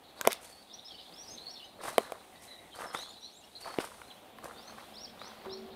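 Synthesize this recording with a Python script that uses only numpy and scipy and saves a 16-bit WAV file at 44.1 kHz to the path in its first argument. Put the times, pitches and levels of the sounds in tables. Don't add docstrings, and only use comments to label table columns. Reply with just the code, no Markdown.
import sys
import numpy as np
from scipy import signal
from scipy.fft import rfft, irfft
from scipy.io import wavfile

SR = 44100
rng = np.random.default_rng(int(sys.argv[2]) if len(sys.argv) > 2 else 0)


def generate_wav(sig):
    pcm = np.round(np.clip(np.atleast_2d(sig).T, -1, 1) * 32767).astype(np.int16)
    wavfile.write(sys.argv[1], SR, pcm)


N = 253575

# peak time in seconds, fall time in seconds, crunch level in dB,
# rasp level and fine grit level in dB against the crunch.
SCUFFS = [(0.196, 0.31, -53, -14, -8.5), (0.256, 0.024, -38, -11, -20), (0.313, 0.052, -51, 11, -1),
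          (0.434, 0.16, -71, 3, 17), (1.807, 0.096, -48.5, -19, -26), (1.844, 0.14, -46, -4, -0.5),
          (1.887, 0.029, -40, -12, -10.5), (2.01, 0.2, -46.5, -14, -12.5), (2.437, 0.13, -71, -25, 15.5),
          (2.76, 0.079, -50, -15, -4.5), (2.813, 0.11, -40.5, -16, -14), (2.954, 0.14, -47, -6.5, -3.5),
          (3.616, 0.023, -58, -1, 6.5), (3.672, 0.31, -45, -9.5, -12.5), (3.807, 0.033, -47, -0.5, -0.5),
          (3.85, 0.039, -62.5, -4, 11.5), (4.454, 0.14, -44.5, -37, -9.5), (4.699, 0.19, -54, -5, -26),
          (4.789, 0.062, -51, -14, -24), (5.224, 0.65, -53.5, -8, -13.5), (5.448, 0.05, -47.5, -38, -35)]
# frequency in Hz, weight in dB.
CRUNCH_SPECTRUM = [(150, -13), (264, -6), (746, -1.5), (1280, 4), (2000, -2.5), (2600, -18), (4400, -120)]
RASP_SPECTRUM = [(1200, -21), (2000, -1), (3500, -6), (5500, -7), (7000, -24.5)]
GRIT_SPECTRUM = [(2650, -14), (4500, -18.5), (6250, -14), (7260, -16), (8830, -9), (11200, -16),
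                 (14200, -21.5), (16000, -44)]
# start in seconds, peak level in dB, knock pitch in Hz,
# relative crack level in dB, relative low ring level in dB.
CLACKS = [(0.212, -15.5, 1560, -1, -17), (0.2516, -21, 1380, -12, -5), (0.2685, -23, 515, -30, -27),
          (0.2732, -4.5, 1360, 4, -6), (0.2738, -6.5, 683, -33, -4), (0.3207, -19, 2260, -0.5, 2),
          (0.3299, -18.5, 3560, 3, -13), (1.882, -26.5, 990, -27, -8), (1.981, -6, 712, -15.5, -2),
          (2.121, -23.5, 734, -11, -7), (2.789, -33, 815, -25, -12), (2.806, -33, 910, -22, -12),
          (2.819, -30, 1190, -28, -13), (2.948, -18.5, 1340, -22, -16), (3.68, -35.5, 900, -27, -15),
          (3.741, -33.5, 1240, -15, -2), (3.7856, -15, 440, -30, -11), (3.843, -31, 960, -18, -9),
          (4.017, -33.5, 1460, -30, -6), (4.386, -36, 1750, -16, 5), (4.443, -33.5, 455, 0, 4),
          (5.216, -31, 1250, -35, -14), (5.46, -35.5, 603, -21, -6)]
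# nominal frequency in Hz, relative level in dB, 60 dB decay time in seconds.
STONE_OVERTONES = [(1200, -3, 0.0024), (2250, -3.5, 0.0058), (3140, -12.5, 0.012)]
# frequency in Hz, level in dB against the strike,
# 60 dB decay time in seconds.
PLATE_MODES = [(382.5, 0.5, 1.3), (437, -16.5, 7.5)]
# start in seconds, length in seconds, first pitch in Hz,
# last pitch in Hz, level in dB before the flutter.
CHIRPS = [(0.451, 0.18, 4340, 4560, -59.5), (0.699, 0.02, 3600, 3680, -45.5),
          (0.722, 0.034, 4730, 5900, -51), (0.788, 0.0089, 3530, 3820, -47.5),
          (0.849, 0.054, 5100, 5470, -51), (0.875, 0.042, 3700, 3300, -48), (0.92, 0.11, 3110, 2890, -57.5),
          (0.904, 0.064, 4420, 4650, -59), (1.125, .03, 4140, 5330, -55), (1.233, 0.11, 4700, 5150, -57),
          (1.35, .06, 3400, 3850, -63), (1.377, 0.0088, 4430, 3250, -44), (1.555, 0.053, 3600, 3340, -57),
          (1.643, 0.022, 6240, 6200, -64), (2.405, 0.033, 5600, 5470, -64),
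          (4.932, 0.082, 3040, 4430, -57.5), (1.375, 0.14, 3860, 4470, -53),
          (1.464, 0.033, 4160, 4360, -46.5), (1.54, 0.057, 4300, 4260, -55),
          (1.599, 0.061, 2930, 2990, -52), (1.903, 0.16, 3950, 4200, -62), (2.037, 0.064, 3940, 3850, -62),
          (2.326, 0.39, 1974, 2047, -63.5), (2.478, 0.12, 4010, 3890, -55.5),
          (2.708, 0.092, 3250, 4920, -61), (2.721, 0.029, 3290, 2970, -58), (2.846, 0.017, 3950, 3530, -59),
          (2.865, 0.042, 5400, 5140, -50), (2.947, 0.092, 3440, 4010, -46),
          (2.967, 0.066, 5000, 6550, -54.5), (3.068, 0.01, 4550, 3550, -50),
          (3.077, 0.037, 6800, 7100, -59), (3.092, 0.019, 4150, 3500, -48.5),
          (3.128, 0.014, 3800, 3270, -51), (3.218, 0.076, 3650, 4340, -48.5), (3.21, 0.06, 5740, 5700, -58),
          (3.405, 0.063, 3620, 5780, -66), (3.419, 0.028, 2610, 2820, -58),
          (3.552, 0.034, 4090, 4210, -45.5), (3.599, 0.15, 4370, 4450, -54.5),
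          (4.074, 0.055, 4230, 3950, -59), (4.103, 0.012, 3510, 3210, -51.5),
          (4.149, 0.08, 2990, 3390, -64.5), (4.535, 0.097, 3560, 3700, -60), (4.555, 0.17, 3880, 6380, -61),
          (4.676, 0.037, 4080, 4360, -55), (4.938, .025, 4900, 5440, -59), (5.066, 0.021, 3050, 3400, -59),
          (5.194, 0.084, 3650, 4460, -52.5), (5.235, 0.049, 4690, 6100, -52.5),
          (5.505, 0.041, 4780, 5560, -51), (5.557, 0.071, 5670, 7040, -80),
          (5.495, 0.081, 3650, 4430, -49.5)]
# start in seconds, length in seconds, first pitch in Hz,
# top pitch in Hz, last pitch in Hz, level in dB before the flutter.
ARCHES = [(1.16, 0.11, 4970, 5900, 5150, -52.5), (1.26, 0.1, 4340, 6430, 5930, -52.5),
          (1.495, 0.053, 4830, 5750, 5150, -53.5), (3.304, .115, 4400, 7560, 6250, -66),
          (4.966, 0.094, 3980, 5700, 4200, -47.5)]
# time in seconds, level in dB.
FLOCK_LEVEL = [(0, -60.5), (.6, -63), (.95, -57.5), (1.5, -60.5), (2.2, -65), (2.65, -70.5), (3.1, -52),
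               (3.5, -65), (4.0, -66.5), (4.5, -66.5), (4.8, -62.5), (5.3, -63), (5.75, -62)]
# time in seconds, level in dB.
TRAFFIC_LEVEL = [(0, -57.5), (.7, -61), (1.3, -55.5), (1.7, -58), (2.4, -58), (3.3, -61.5), (3.9, -58),
                 (4.25, -56.5), (4.8, -54.5), (5.3, -55), (5.75, -55)]
# frequency in Hz, weight in dB.
AIR_SPECTRUM = [(28, -20), (75, 0), (130, -6.5), (220, 1), (400, -1), (750, 2), (950, -3.5), (1400, -9.5),
                (2000, -11), (3300, -10.5), (5000, -22), (8000, -24.5), (15600, -22), (16000, -55)]
# time in seconds, level in dB.
RUSTLE_LEVEL = [(0, -74), (.6, -72.5), (1.3, -63), (1.75, -70), (2.3, -65.5), (3.4, -67), (4.0, -60),
                (4.35, -75.5), (4.8, -63), (5.75, -87)]
# time in seconds, level in dB.
HUM_LEVEL = [(4.6, -63), (4.9, -63.5), (5.1, -57), (5.3, -66), (5.75, -54.5)]

RISE_S, RISE_SHARE, FALL_DB = 0.012, 0.15, -15
PEBBLE_LOW_HZ, PEBBLE_HIGH_HZ, PEBBLE_SIZES, PEBBLE_CYCLES = 473, 2700, 12, 7.6
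STEP_S, STEP_DB = 5.466, -40.5
GLIDE_EASE, CHIRP_PEAK = 1.6, 0.85
ARCH_TOP, ARCH_EASE, ARCH_DROP = 0.78, 2.2, 1.4
CHIRP_WARBLE_HZ, ARCH_WARBLE, WARBLE_PER_S = 85, 0.011, 120
FLOCK_HZ, FLOCK_PER_S = 3950, 110
SWELL_BELOW_HZ, LOW_SWELL_DB, HIGH_SWELL_DB, SWELL_PER_S = 760, 1.5, 1, 9.8
MURMUR_HZ, MURMUR_T60_S, MURMUR_DB, MURMUR_WAVER_DB = 750, 0.025, -68, 3
HUM_HZ, HUM_T60_S = 221.5, 0.25
CUTOFF_HZ = 16500


def gravel():
    slips = grains(800, spread_db=3.5)
    size_of_slip = rng.integers(0, PEBBLE_SIZES, N)
    rings = np.zeros(N)
    for k, hz in enumerate(np.geomspace(PEBBLE_LOW_HZ, PEBBLE_HIGH_HZ, PEBBLE_SIZES)):
        rings += ring(slips * (size_of_slip == k), hz, PEBBLE_CYCLES / hz)
    crunch = colour(rings, CRUNCH_SPECTRUM)
    rasp = colour(0.43 * slips + grains(6000, spread_db=1.5), RASP_SPECTRUM)
    grit = colour(grains(7400, spread_db=4.5), GRIT_SPECTRUM)
    t, out = np.arange(N) / SR, np.zeros(N)
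    for peak, fall_s, crunch_db, rasp_db, grit_db in SCUFFS:
        rise = np.clip(1 + (t - peak) / (RISE_S + RISE_SHARE * fall_s), 0, 1)
        fall = from_db(crunch_db + FALL_DB * np.clip((t - peak) / fall_s, 0, 6))
        out += rise * fall * (crunch + from_db(rasp_db) * rasp + from_db(grit_db) * grit)
    return out


def clacks():
    out, size = np.zeros(N), 4096
    t = np.arange(size) / SR
    snap = signal.butter(2, 4000, "high", fs=SR, output="sos")
    band = signal.butter(2, [140, 13500], "band", fs=SR, output="sos")
    shifts = rng.uniform(0.866, 1.088, (len(CLACKS), len(STONE_OVERTONES)))
    for (s, peak_db, hz, crack_db, low_db), shift in zip(CLACKS, shifts):
        contact = np.sin(np.pi * np.minimum(t * hz / 0.66, 1)) ** 2
        t60 = 0.019 * (600 / hz) ** 0.18
        low = ring(contact, 0.59 * hz, 1.3 * t60) + 0.3 * ring(contact, 0.34 * hz, 1.3 * t60)
        knock = ring(contact, hz, t60) + 0.7 * ring(contact, 1.5 * hz, 0.7 * t60)
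        knock = knock - from_db(low_db) * low
        click = 1.0 * (np.arange(size) == round(0.45 * SR / hz))
        overtones = np.zeros(size)
        for (f, db, decay_s), k in zip(STONE_OVERTONES, shift):
            overtones += from_db(db) * ring(click, f * k, decay_s)
        burst = np.exp(-abs(t - 0.45 / hz) / 0.0004)
        crack = 2.1 * signal.sosfilt(snap, rng.standard_normal(size)) * burst
        hit = knock / np.abs(knock).max() + 0.76 * overtones + from_db(crack_db) * crack
        hit = signal.sosfilt(band, hit)
        at = round(s * SR)
        out[at:at + size] -= (from_db(peak_db) * hit / np.abs(hit).max())[:N - at]
    return out


def step_plate():
    click = np.zeros(N)
    click[round(STEP_S * SR)] = from_db(STEP_DB)
    return sum(from_db(db) * ring(click, hz, t60) for hz, db, t60 in PLATE_MODES)


def birds():
    warble = drift(WARBLE_PER_S)
    return husky(chirps(warble), depth=0.55) + husky(arches(warble), depth=0.4)


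def chirps(warble):
    out = np.zeros(N)
    for s, length, start_hz, end_hz, db in CHIRPS:
        u = np.linspace(0, 1, round(length * SR))
        done = 1 - (1 - u) ** GLIDE_EASE if end_hz > start_hz else u ** GLIDE_EASE
        wobble = CHIRP_WARBLE_HZ * warble[round(s * SR):][:len(u)]
        add(out, s, start_hz + (end_hz - start_hz) * done + wobble, db, CHIRP_PEAK)
    return out


def arches(warble):
    out = np.zeros(N)
    for s, length, start_hz, top_hz, end_hz, db in ARCHES:
        u = np.linspace(0, 1, round(length * SR))
        climb = np.maximum(1 - u / ARCH_TOP, 0) ** ARCH_EASE
        drop = np.maximum((u - ARCH_TOP) / (1 - ARCH_TOP), 0) ** ARCH_DROP
        path = top_hz - (top_hz - start_hz) * climb - (top_hz - end_hz) * drop
        wobble = 1 + ARCH_WARBLE * warble[round(s * SR):][:len(u)]
        add(out, s, path * wobble, db, ARCH_TOP)
    return out


def add(out, start_s, hz, level_db, turn):
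    u = np.linspace(0, 1, len(hz))
    swell = np.interp(u, [0, 0.68 * turn, turn, 1], [0.012, 0.98, 1, 0.035]) ** 0.072
    note = from_db(level_db) * swell * np.sin(2 * np.pi * np.cumsum(hz) / SR)
    at = round(start_s * SR)
    out[at:at + len(hz)] += note[:N - at]


def husky(song, depth):
    return song * (1 + depth * np.tanh(drift(220))) * from_db(5.5 * np.tanh(drift(45)))


def flock():
    out, count = np.zeros(N), round(FLOCK_PER_S * N / SR)
    for when, length, low, high, glide in rng.random((count, 5)):
        samples = round((0.0142 + 0.031 * length) * SR)
        bend = 0.328 * (glide - 0.4) * np.linspace(-1, 1, samples)
        hz = FLOCK_HZ * np.exp(0.22 * (low + high - 1.05) + bend)
        add(out, when * N / SR, hz, 0, 0.4)
    out = husky(out, depth=2.2)
    return rms_one(0.88 * out + echoes(out, 0.36)) * from_db(in_time(FLOCK_LEVEL)[0])


def traffic_and_air():
    air = colour(rng.standard_normal(N), AIR_SPECTRUM) * from_db(in_time(TRAFFIC_LEVEL)[0])
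    low = signal.sosfilt(signal.butter(1, SWELL_BELOW_HZ, fs=SR, output="sos"), air)
    low_swell = from_db(LOW_SWELL_DB * drift(SWELL_PER_S))
    high_swell = from_db(HIGH_SWELL_DB * drift(SWELL_PER_S))
    return low * low_swell + (air - low) * high_swell


def murmur():
    tone = rms_one(ring(rng.standard_normal(N), MURMUR_HZ, MURMUR_T60_S))
    return tone * from_db(MURMUR_DB + MURMUR_WAVER_DB * drift(16))


def rustle():
    return colour(rng.standard_normal(N), GRIT_SPECTRUM) * from_db(in_time(RUSTLE_LEVEL)[0])


def hum():
    tone = rms_one(ring(rng.standard_normal(N), HUM_HZ, HUM_T60_S))
    return tone * from_db(in_time(HUM_LEVEL)[0]) * gate(HUM_LEVEL, fade_s=0.47)


def background():
    return flock() + murmur() + traffic_and_air() + rustle() + hum()


def ring(clicks, hz, t60):
    r, w = from_db(-60 / (t60 * SR)), 2 * np.pi * hz / SR
    return signal.lfilter([0, np.sin(w)], [1, -2 * r * np.cos(w), r * r], clicks + 1e-18)


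def grains(per_s, spread_db):
    born = rng.random(N) < per_s * from_db(3.5 * drift(60)) / SR
    sizes = from_db(spread_db * np.minimum(rng.exponential(1, N), 4))
    return born * sizes * rng.choice([-1, 1], N)


def echoes(x, t60):
    tail = rng.standard_normal(SR) * from_db(-60 * np.arange(SR) / SR / t60)
    return signal.fftconvolve(x, tail / np.sqrt(np.sum(tail ** 2)))[:N]


def colour(x, spectrum):
    hz, db = np.transpose(spectrum)
    grid = np.maximum(np.arange(N // 2 + 1) * SR / N, 1)
    gain = from_db(np.interp(np.log(grid), np.log(hz), db))
    return rms_one(irfft(rfft(x) * gain, N))


def drift(rate):
    r = np.exp(-2 * np.pi * rate / SR)
    noise = rng.standard_normal(N + SR)
    return rms_one(signal.lfilter([1], [1, -2 * r, r * r], noise)[SR:])


def in_time(rows):
    s, *columns = np.transpose(rows)
    return [np.interp(np.arange(N) / SR, s, c) for c in columns]


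def gate(rows, fade_s):
    t0, t1 = rows[0][0], rows[-1][0]
    return np.interp(np.arange(N) / SR, [t0 - fade_s, t0, t1, t1 + fade_s], [0, 1, 1, 0])


def from_db(db):
    return 10 ** (np.asarray(db) / 20)


def rms_one(x):
    return x / np.sqrt(np.mean(x ** 2) + 1e-20)


def scene():
    near, song = gravel() + clacks(), birds()
    out = near + from_db(-16) * echoes(near, 0.097) + step_plate()
    out += song + from_db(-6.5) * echoes(song, 0.27)
    out += background()
    return out[None]


def record(dry):
    return signal.sosfilt(signal.cheby2(14, 60, CUTOFF_HZ, fs=SR, output="sos"), dry)


dry = scene()
out = record(dry)
generate_wav(out)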